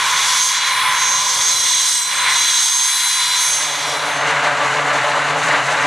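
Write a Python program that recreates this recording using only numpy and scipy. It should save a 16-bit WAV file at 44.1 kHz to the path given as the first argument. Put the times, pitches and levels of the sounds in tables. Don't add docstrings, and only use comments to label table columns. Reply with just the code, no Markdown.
import sys
import numpy as np
from scipy import signal
from scipy.fft import rfft, irfft
from scipy.io import wavfile

SR = 44100
rng = np.random.default_rng(int(sys.argv[2]) if len(sys.argv) > 2 else 0)


def materialize(psi):
    bounded = np.clip(np.atleast_2d(psi).T, -1, 1)
    quanta = np.round(bounded * 32767).astype(np.int16)
    wavfile.write(sys.argv[1], SR, quanta)


N = 258426
TIME_S = np.arange(N) / SR
FREQS_HZ = np.maximum(np.fft.rfftfreq(N, 1 / SR), 1)

BLADE_HZ = (4010, 5724, 6372, 8088, 9727, 9802, 8018)
# time in seconds, level in dB.
BLADE_LEVELS = [
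    [(0, -40), (.3, -35), (.42, -30), (.72, -26), (.9, -37), (1, -28.5), (1.3, -29.5), (1.43, -37),
     (1.55, -27.5), (2.03, -27), (2.18, -31), (2.38, -23), (2.6, -25), (2.7, -27), (2.78, -27),
     (2.98, -24.5), (3.32, -22.5), (3.57, -32.5), (4.06, -34), (4.16, -46), (4.35, -56)],
    [(0, -35), (.45, -28), (.66, -35), (.88, -45), (1.03, -26.5), (1.28, -27.5), (1.8, -27), (2.08, -29.5),
     (2.2, -46), (2.33, -26.5), (2.62, -29.5), (3, -47), (3.13, -34), (3.53, -28), (3.7, -36), (3.9, -34),
     (4.05, -45), (4.4, -62)],
    [(0, -34), (.2, -25.5), (.31, -29), (.42, -17), (.6, -32.5), (.69, -25.5), (.76, -41), (.85, -38),
     (1, -23), (1.11, -17.5), (1.24, -24), (1.31, -20.5), (1.38, -26), (1.46, -17.5), (1.56, -23.5),
     (1.75, -21), (1.95, -24.5), (2.13, -36), (2.19, -27), (2.25, -40), (2.38, -21), (2.55, -21),
     (2.81, -18), (2.92, -23.5), (3.18, -25), (3.27, -32), (3.33, -39), (3.39, -21.5), (3.55, -19),
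     (3.68, -29.5), (3.81, -33), (3.9, -43), (4.04, -42), (4.14, -35), (4.24, -38), (4.4, -66)],
    [(0, -42), (.1, -38), (.25, -48), (.6, -52), (1.6, -33), (1.95, -25.5), (2.2, -34), (2.6, -30),
     (2.82, -33), (3.05, -35), (3.3, -45), (3.52, -34), (3.72, -42), (4.4, -64)],
    [(0, -42), (.55, -40), (.78, -36), (1.4, -54), (1.93, -39), (2.1, -51), (2.5, -48), (2.62, -40),
     (2.95, -26.5), (3.2, -29), (3.32, -38), (3.48, -27), (3.62, -30), (3.7, -44), (4.15, -45), (4.4, -70)],
    [(0, -51), (.35, -32), (.6, -52), (2.2, -52), (2.4, -35), (3.52, -39), (3.7, -52), (4.4, -70)],
    [(0, -55), (1.4, -42), (1.9, -31), (2.2, -47), (2.6, -32), (3, -31), (3.3, -38), (3.55, -34),
     (3.75, -48), (4.4, -70)],
]
# left minus right in dB, left's phase lead in radians.
BLADE_PANS = [(1, -0.8), (-1, -0.19), (-3.5, 0.29), (-3, -0.54), (1, -.01), (0, .3), (2, -0.31)]
# nominal pitch in Hz, relative level in dB.
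STAGE_TONES = [(1644, -19), (3185, -9.5), (4660, -20), (4834, -11.5), (5450, -12), (6303, -15), (7160, -21),
               (7194, -13), (7434, -18), (8910, -20), (9490, -19), (10350, -19), (11207, -21), (12030, -26),
               (13735, -31)]
# level in dB, peak time in seconds, rise and fall in dB/s,
# left minus right in dB, left's phase lead in radians.
OTHER_SWELLS = [(-30.5, 1.58, 28, 8, -9, 0.41), (-40.5, 1.8, 8, 14, -23, -2), (-32, 2.1, 12, 9, -2, 1),
                (-28.5, 1.67, 12, 2.5, 6.5, -2.2)]
OTHER_HZ = (4040, 5766, 6422, 8152)
# pitch in Hz, relative level in dB.
HUMS = [(102, -13), (175, -23), (290, -17.5), (473, -10), (829, -17)]

# time in seconds, level in dB.
HOWL_LEVEL = [(0, -23), (.3, -22.5), (.5, -29), (.7, -24.5), (.9, -20), (1.08, -25), (1.37, -26),
              (1.53, -32.5), (1.7, -30), (1.97, -35), (2.3, -23), (2.47, -33), (2.58, -32), (3.35, -29),
              (3.6, -31), (4.4, -39)]
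RUMBLE_LEVEL = [(0, -41), (.17, -42.5), (.5, -49), (.87, -43), (1.45, -43), (1.7, -47), (1.97, -51.5),
                (2.29, -42.5), (2.55, -50), (2.8, -55), (3.08, -55), (3.35, -47.5), (3.6, -48)]
RUSH_LEVEL = [(0, -21.5), (.29, -22), (.46, -29), (.68, -21.2), (.91, -20), (1.09, -25), (1.19, -30.5),
              (1.42, -27.5), (1.58, -31), (2.01, -31.5), (2.11, -26), (2.19, -22.5), (2.28, -19),
              (2.42, -26), (2.75, -31.5), (2.93, -28), (3.37, -27), (3.63, -26.5), (5.8, -39)]
DUCT_LEVEL = [(0, -25.5), (.17, -25), (.28, -23.5), (.47, -27), (.56, -24), (1.1, -28.5), (1.4, -26),
              (1.54, -28), (1.73, -23.5), (2.08, -31.5), (2.3, -24), (2.55, -23.5), (2.75, -28.5),
              (2.9, -26.5), (3.12, -26), (3.33, -24.5), (3.55, -29.5), (3.95, -30)]
HISS_LEVEL = [(0, -31.5), (.17, -32), (.3, -26.5), (.45, -28.5), (.62, -34.5), (.88, -38), (.96, -33),
              (1.08, -30.5), (1.2, -31.5), (1.45, -27.5), (1.6, -31.5), (1.87, -29), (2.2, -36), (2.4, -30),
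              (2.65, -29.5), (3.15, -30.5), (3.3, -31.5), (3.45, -31), (3.6, -31.5), (3.7, -37), (3.9, -36),
              (4.35, -57), (5.8, -58)]
TOP_LEVEL = [(0, -36.5), (.33, -32), (.5, -32.5), (.6, -41), (.8, -33), (1.15, -36.5), (1.45, -33.5),
             (1.9, -31.5), (2.2, -36), (2.4, -32.5), (3.1, -31.5), (3.32, -34.5), (3.42, -29), (3.61, -36),
             (3.69, -40), (4.1, -42.5), (4.35, -69), (5.8, -64)]
# frequency in Hz, relative density in dB.
HOWL_SPECTRUM = [(600, -36), (760, -28), (830, -11.5), (885, -11.5), (960, -5), (1015, 3.5), (1110, -4.5),
                 (1250, -20.5), (1700, -34)]
RUMBLE_SPECTRUM = [(25, -22), (55, -19), (84, -6.5), (105, -5), (145, 2), (200, -6), (255, -9.5),
                   (320, -7.5), (420, -3), (500, -1), (600, 4), (675, -3), (760, 4.5), (1100, 6)]
RUSH_SPECTRUM = [(700, -36), (1150, 0), (1450, 5.5), (1750, 3), (2050, 6), (2350, 5), (2680, -4),
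                 (2900, 0.5), (3120, -2.5), (3400, -1.5), (5000, -32), (9000, -42)]
DUCT_SPECTRUM = [(1500, -13.5), (2050, -5.5), (2350, -9.5), (2720, -14.5), (2900, -2), (3120, -15),
                 (3300, 1.5), (3450, 3.5), (3650, -1), (4050, -1), (4550, -8.5), (5200, -12.5), (6500, -36),
                 (9000, -46)]
HISS_SPECTRUM = [(3400, -6.5), (4500, 2), (5500, 4), (6300, 5), (7000, 2.5), (7800, 2), (8400, -4),
                 (9500, -20)]
TOP_SPECTRUM = [(7000, -33), (8300, -2.5), (8700, 1), (9100, 2), (9800, 2.5), (10300, -1), (10800, -5),
                (12000, -7), (12700, -12), (14000, -18), (14800, -26), (15500, -37)]
DRONE_SPECTRUM = [(30, -16), (60, -14), (90, -6), (120, 1), (170, 13), (210, -17), (400, -13)]
ROAR_SPECTRUM = [(150, -54), (210, -17.5), (290, -9.5), (365, -18), (440, -6), (510, -3), (590, 1),
                 (750, 1), (880, 2), (1200, 0.5), (2000, -10), (4000, -17.5)]
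TEAR_SPECTRUM = [(600, -23), (1000, -1), (1250, 1.5), (1500, 4.5), (2000, 3), (2350, -1.5), (2620, -4.5),
                 (2900, -1), (3200, -12.5), (4000, -9.5), (5000, -21.5), (8000, -32)]
SIZZLE_SPECTRUM = [(2500, -11), (4000, 4), (5050, -4), (6300, 3), (7800, 0), (8250, -8), (9100, -4),
                   (10000, -10.5), (11000, -18), (12500, -24), (15000, -60)]
BANDS_HZ = dict(rumble=(400, 750), howl=(900, 1120), rush=(1300, 2500), duct=(3250, 3900),
            hiss=(6600, 7900), top=(8300, 9600), drone=(120, 180), roar=(400, 900), tear=(1200, 2500),
            sizzle=(5500, 7900))
# frequency in Hz, side minus mid in dB.
INTAKE_WIDTH = [(30, -5), (70, -9), (140, -14), (280, -14), (450, -19), (600, -23), (750, -19), (1000, -38),
                (1400, -21), (2200, -21.5), (2800, -14), (3400, -23), (4500, -31), (6300, -11), (8500, -17),
                (10000, -3), (12500, -18)]
JET_WIDTH = [(30, -1), (80, -1), (140, -14), (290, -16), (450, -20), (570, -54), (1100, -42), (1500, -18.5),
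             (2500, -18), (5000, -14.5), (6300, -22), (7700, -8), (11000, -17)]

# full level in dB, settling time in seconds, share of the surges.
EXHAUST_PARTS = dict(drone=(-36, 0.49, 0.3), roar=(-23.5, 0.29, 0.78), tear=(-23, 0.12, 1.0),
                 sizzle=(-35.5, 0.12, 0.99))
ARRIVALS_S = dict(drone=3.86, roar=3.69, tear=3.94, sizzle=3.9)
# centre and half length in seconds, dB in drone and roar, dB in tear and sizzle.
SURGES = [(3.85, .06, 2.5, 3), (4.3, .055, 2, 2.5), (4.47, .04, 5, 3), (4.67, .07, 0, 1.5),
          (4.99, .067, 2, 2.5), (5.518, .067, 1.5, 4.5), (5.81, .067, 1.5, 3.5)]
# centre in Hz, width in Hz.
PIPE_MODES = [(143, 19), (291, 23)]
PIPE_MODE_DB = (0.5, -12.5)
# start in seconds, peak in dB re the tear.
SHOCKS = [(4.77, 14), (5.02, 13), (5.121, 15), (5.22, 12), (5.309, 10), (5.52, 10), (5.64, 13), (5.72, 13),
          (5.789, 12)]


def from_db(db):
    return 10 ** (np.asarray(db) / 20)


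def rms_one(x):
    return x / np.sqrt(np.mean(x ** 2) + 1e-20)


def in_time(rows):
    return np.interp(TIME_S, *np.transpose(rows))


def since(start_s):
    return np.maximum(TIME_S - start_s, 0)


def at_freqs(rows):
    hz, value = np.transpose(rows)
    return np.interp(np.log(FREQS_HZ), np.log(np.sort(hz)), value)


def drift(rate_hz):
    hop, warmup = 40, 2000
    pole = np.exp(-2 * np.pi * hop * rate_hz / SR)
    noise = rng.standard_normal(N // hop + warmup + 2)
    slow = signal.lfilter([1], [1, -2 * pole, pole * pole], noise)[warmup:]
    return np.interp(np.arange(N) / hop, np.arange(len(slow)), rms_one(slow))


def colour(spectrum):
    octaves_out = np.abs(np.log2(FREQS_HZ / np.clip(FREQS_HZ, spectrum[0][0], spectrum[-1][0])))
    return from_db(at_freqs(spectrum) - 24 * octaves_out)


def turbulence(shape, band_hz, flicker_db, flicker_hz=12, width=INTAKE_WIDTH):
    mid, side = rfft(rng.standard_normal((2, N)))
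    stereo = (mid + side * from_db(at_freqs(width)) * [[1], [-1]]) * shape
    in_band = (FREQS_HZ > band_hz[0]) & (FREQS_HZ < band_hz[1])
    band_rms = np.sqrt(np.mean(shape ** 2 * in_band))
    return irfft(stereo, N) / band_rms * from_db(flicker_db * drift(flicker_hz))


def steadied(x, share):
    envelope = np.abs(signal.hilbert(x.mean(axis=0)))
    return rms_one(x / (envelope + 0.38) ** share)


def panned(tone, pan_db, lead_rad):
    sides = np.array([[.5], [-.5]])
    return from_db(pan_db * sides) * (tone * np.exp(1j * lead_rad * sides)).real


def shaft_tone(hz, speed, flutter_db, wander):
    cycles = np.cumsum(hz * speed * (1 + wander * drift(20.8))) / SR + rng.random()
    flutter = rms_one(from_db(flutter_db * np.tanh(drift(10))))
    return np.sqrt(2) * flutter * np.exp(2j * np.pi * cycles)


def near_whine(sag_from_s):
    start_hz, nominal_hz, sag_hz_per_s = 6390, 6372, 12.5
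    speed = (start_hz - sag_hz_per_s * since(sag_from_s)) / nominal_hz
    gains = [from_db(in_time(level)) for level in BLADE_LEVELS]
    blades = sum(gain * panned(shaft_tone(hz, speed, flutter_db=1.4, wander=0.00025), *pan)
                 for hz, gain, pan in zip(BLADE_HZ, gains, BLADE_PANS))
    stages = sum(from_db(db) * shaft_tone(hz, speed, flutter_db=5, wander=0.0004).real
                 for hz, db in STAGE_TONES)
    sum_tone = shaft_tone(12911, speed, flutter_db=5, wander=0.0003).real
    sum_gain = gains[4] * from_db(-15 - 16 * since(3))
    return blades + from_db(in_time(HISS_LEVEL) + 3) * stages + sum_gain * sum_tone


def other_whine(sag_per_s=0.0005, turn_s=2.7, turn_db_per_s=10):
    speed = 1 - sag_per_s * TIME_S
    turn_loss_db = turn_db_per_s * since(turn_s)
    tones = np.zeros((2, N))
    for hz, (db, peak_s, rise_db_per_s, fall_db_per_s, *pan) in zip(OTHER_HZ, OTHER_SWELLS):
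        off_peak_db = rise_db_per_s * np.maximum(peak_s - TIME_S, 0) + fall_db_per_s * since(peak_s)
        tone = shaft_tone(hz, speed, flutter_db=5.5, wander=0.00013)
        tones += from_db(db - off_peak_db - turn_loss_db) * panned(tone, *pan)
    return tones


def shaft_hum(level_db=-45.5, swing_share=0.82):
    rumble_db = in_time(RUMBLE_LEVEL)
    hums = sum(from_db(db) * shaft_tone(hz, speed=1, flutter_db=1, wander=0.0045).real
               for hz, db in HUMS)
    return from_db(level_db + swing_share * (rumble_db - rumble_db.mean())) * hums


def duct_howl(sag_from_s, sag_per_s=0.012):
    air = turbulence(colour(HOWL_SPECTRUM), BANDS_HZ["howl"], flicker_db=0.6)
    howl = steadied(air, share=0.18)
    position = np.cumsum(1 - sag_per_s * since(sag_from_s))
    sinking = np.array([np.interp(position, np.arange(N), side) for side in howl])
    return from_db(in_time(HOWL_LEVEL)) * sinking


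def intake_rumble():
    air = turbulence(colour(RUMBLE_SPECTRUM), BANDS_HZ["rumble"], flicker_db=0.5)
    return from_db(in_time(RUMBLE_LEVEL)) * air


def intake_rush(split_hz=1650, lag_s=0.036):
    air = turbulence(colour(RUSH_SPECTRUM), BANDS_HZ["rush"], flicker_db=0.8)
    lows = irfft(rfft(air) / (1 + (FREQS_HZ / split_hz) ** 10), N)
    gain = from_db(in_time(RUSH_LEVEL))
    return gain * (air - lows) + np.interp(TIME_S - lag_s, TIME_S, gain) * lows


def blade_hiss(duct_fade_db_per_s=26):
    duct = turbulence(colour(DUCT_SPECTRUM), BANDS_HZ["duct"], flicker_db=1.03, flicker_hz=31)
    hiss = turbulence(colour(HISS_SPECTRUM), BANDS_HZ["hiss"], flicker_db=1.6, flicker_hz=20)
    top = turbulence(colour(TOP_SPECTRUM), BANDS_HZ["top"], flicker_db=1.03)
    duct_db = in_time(DUCT_LEVEL) - duct_fade_db_per_s * since(DUCT_LEVEL[-1][0])
    return (from_db(duct_db) * duct
            + from_db(in_time(HISS_LEVEL)) * hiss
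            + from_db(in_time(TOP_LEVEL)) * top)


def exhaust_gain(part):
    full_db, settle_s, share = EXHAUST_PARTS[part]
    shortfall_db = np.minimum(10 * np.exp((ARRIVALS_S[part] - TIME_S) / settle_s), 90)
    is_low = part in ("drone", "roar")
    surge_db = sum((low_db if is_low else high_db) * np.exp(-((TIME_S - centre_s) / half_s) ** 2)
                   for centre_s, half_s, low_db, high_db in SURGES)
    return from_db(full_db - shortfall_db + share * surge_db)


def pipe_drone(skirt_db=-15):
    modes = np.zeros((2, N))
    for (hz, width_hz), db in zip(PIPE_MODES, PIPE_MODE_DB):
        peak = 1 / (1 + ((FREQS_HZ ** 2 - hz ** 2) / (FREQS_HZ * width_hz)) ** 2)
        ring = turbulence(peak, (0, SR), flicker_db=2.5, width=JET_WIDTH)
        modes += from_db(db) * steadied(ring, share=0.54)
    skirt = turbulence(colour(DRONE_SPECTRUM), BANDS_HZ["drone"], flicker_db=2, width=JET_WIDTH)
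    return exhaust_gain("drone") * (modes + from_db(skirt_db) * skirt)


def pipe_comb(spacing_hz=145.5, reflection=0.88, fade_hz=810):
    echo = reflection * np.exp(-FREQS_HZ / fade_hz)
    return 1 / np.abs(1 - echo * np.exp(-2j * np.pi * FREQS_HZ / spacing_hz))


def jet_roar():
    roar = turbulence(colour(ROAR_SPECTRUM) * pipe_comb(), BANDS_HZ["roar"],
                      flicker_db=1.5, flicker_hz=17, width=JET_WIDTH)
    tear = turbulence(colour(TEAR_SPECTRUM) * pipe_comb(), BANDS_HZ["tear"],
                      flicker_db=1.27, flicker_hz=40, width=JET_WIDTH)
    sizzle = turbulence(colour(SIZZLE_SPECTRUM), BANDS_HZ["sizzle"],
                        flicker_db=1.5, flicker_hz=14, width=JET_WIDTH)
    return exhaust_gain("roar") * roar + exhaust_gain("tear") * tear + exhaust_gain("sizzle") * sizzle


def crackle(body_hz=(600, 2500), air_cutoff_hz=6000):
    shocks = np.zeros(N)
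    for start_s, db in SHOCKS:
        shocks[round(start_s * SR)] = from_db(db)
    body = signal.butter(1, body_hz, "band", fs=SR, output="sos")
    air = signal.butter(3, air_cutoff_hz, fs=SR, output="sos")
    pulse = signal.sosfilt(np.vstack([body, air]), signal.unit_impulse(128))
    return exhaust_gain("tear") * np.convolve(shocks, pulse / pulse.max())[:N]


def scene():
    sag_from_s = 1.1
    whine = near_whine(sag_from_s) + other_whine()
    intake = shaft_hum() + duct_howl(sag_from_s) + intake_rumble() + intake_rush() + blade_hiss()
    exhaust = pipe_drone() + jet_roar() + crackle()
    return whine + intake * from_db([[-.1], [.1]]) + exhaust * from_db([[.4], [-.4]])


def record(dry):
    stop_db, stop_hz = 70, 15700
    return signal.sosfilt(signal.cheby2(16, stop_db, stop_hz, fs=SR, output="sos"), dry)


dry = scene()
out = record(dry)
materialize(out)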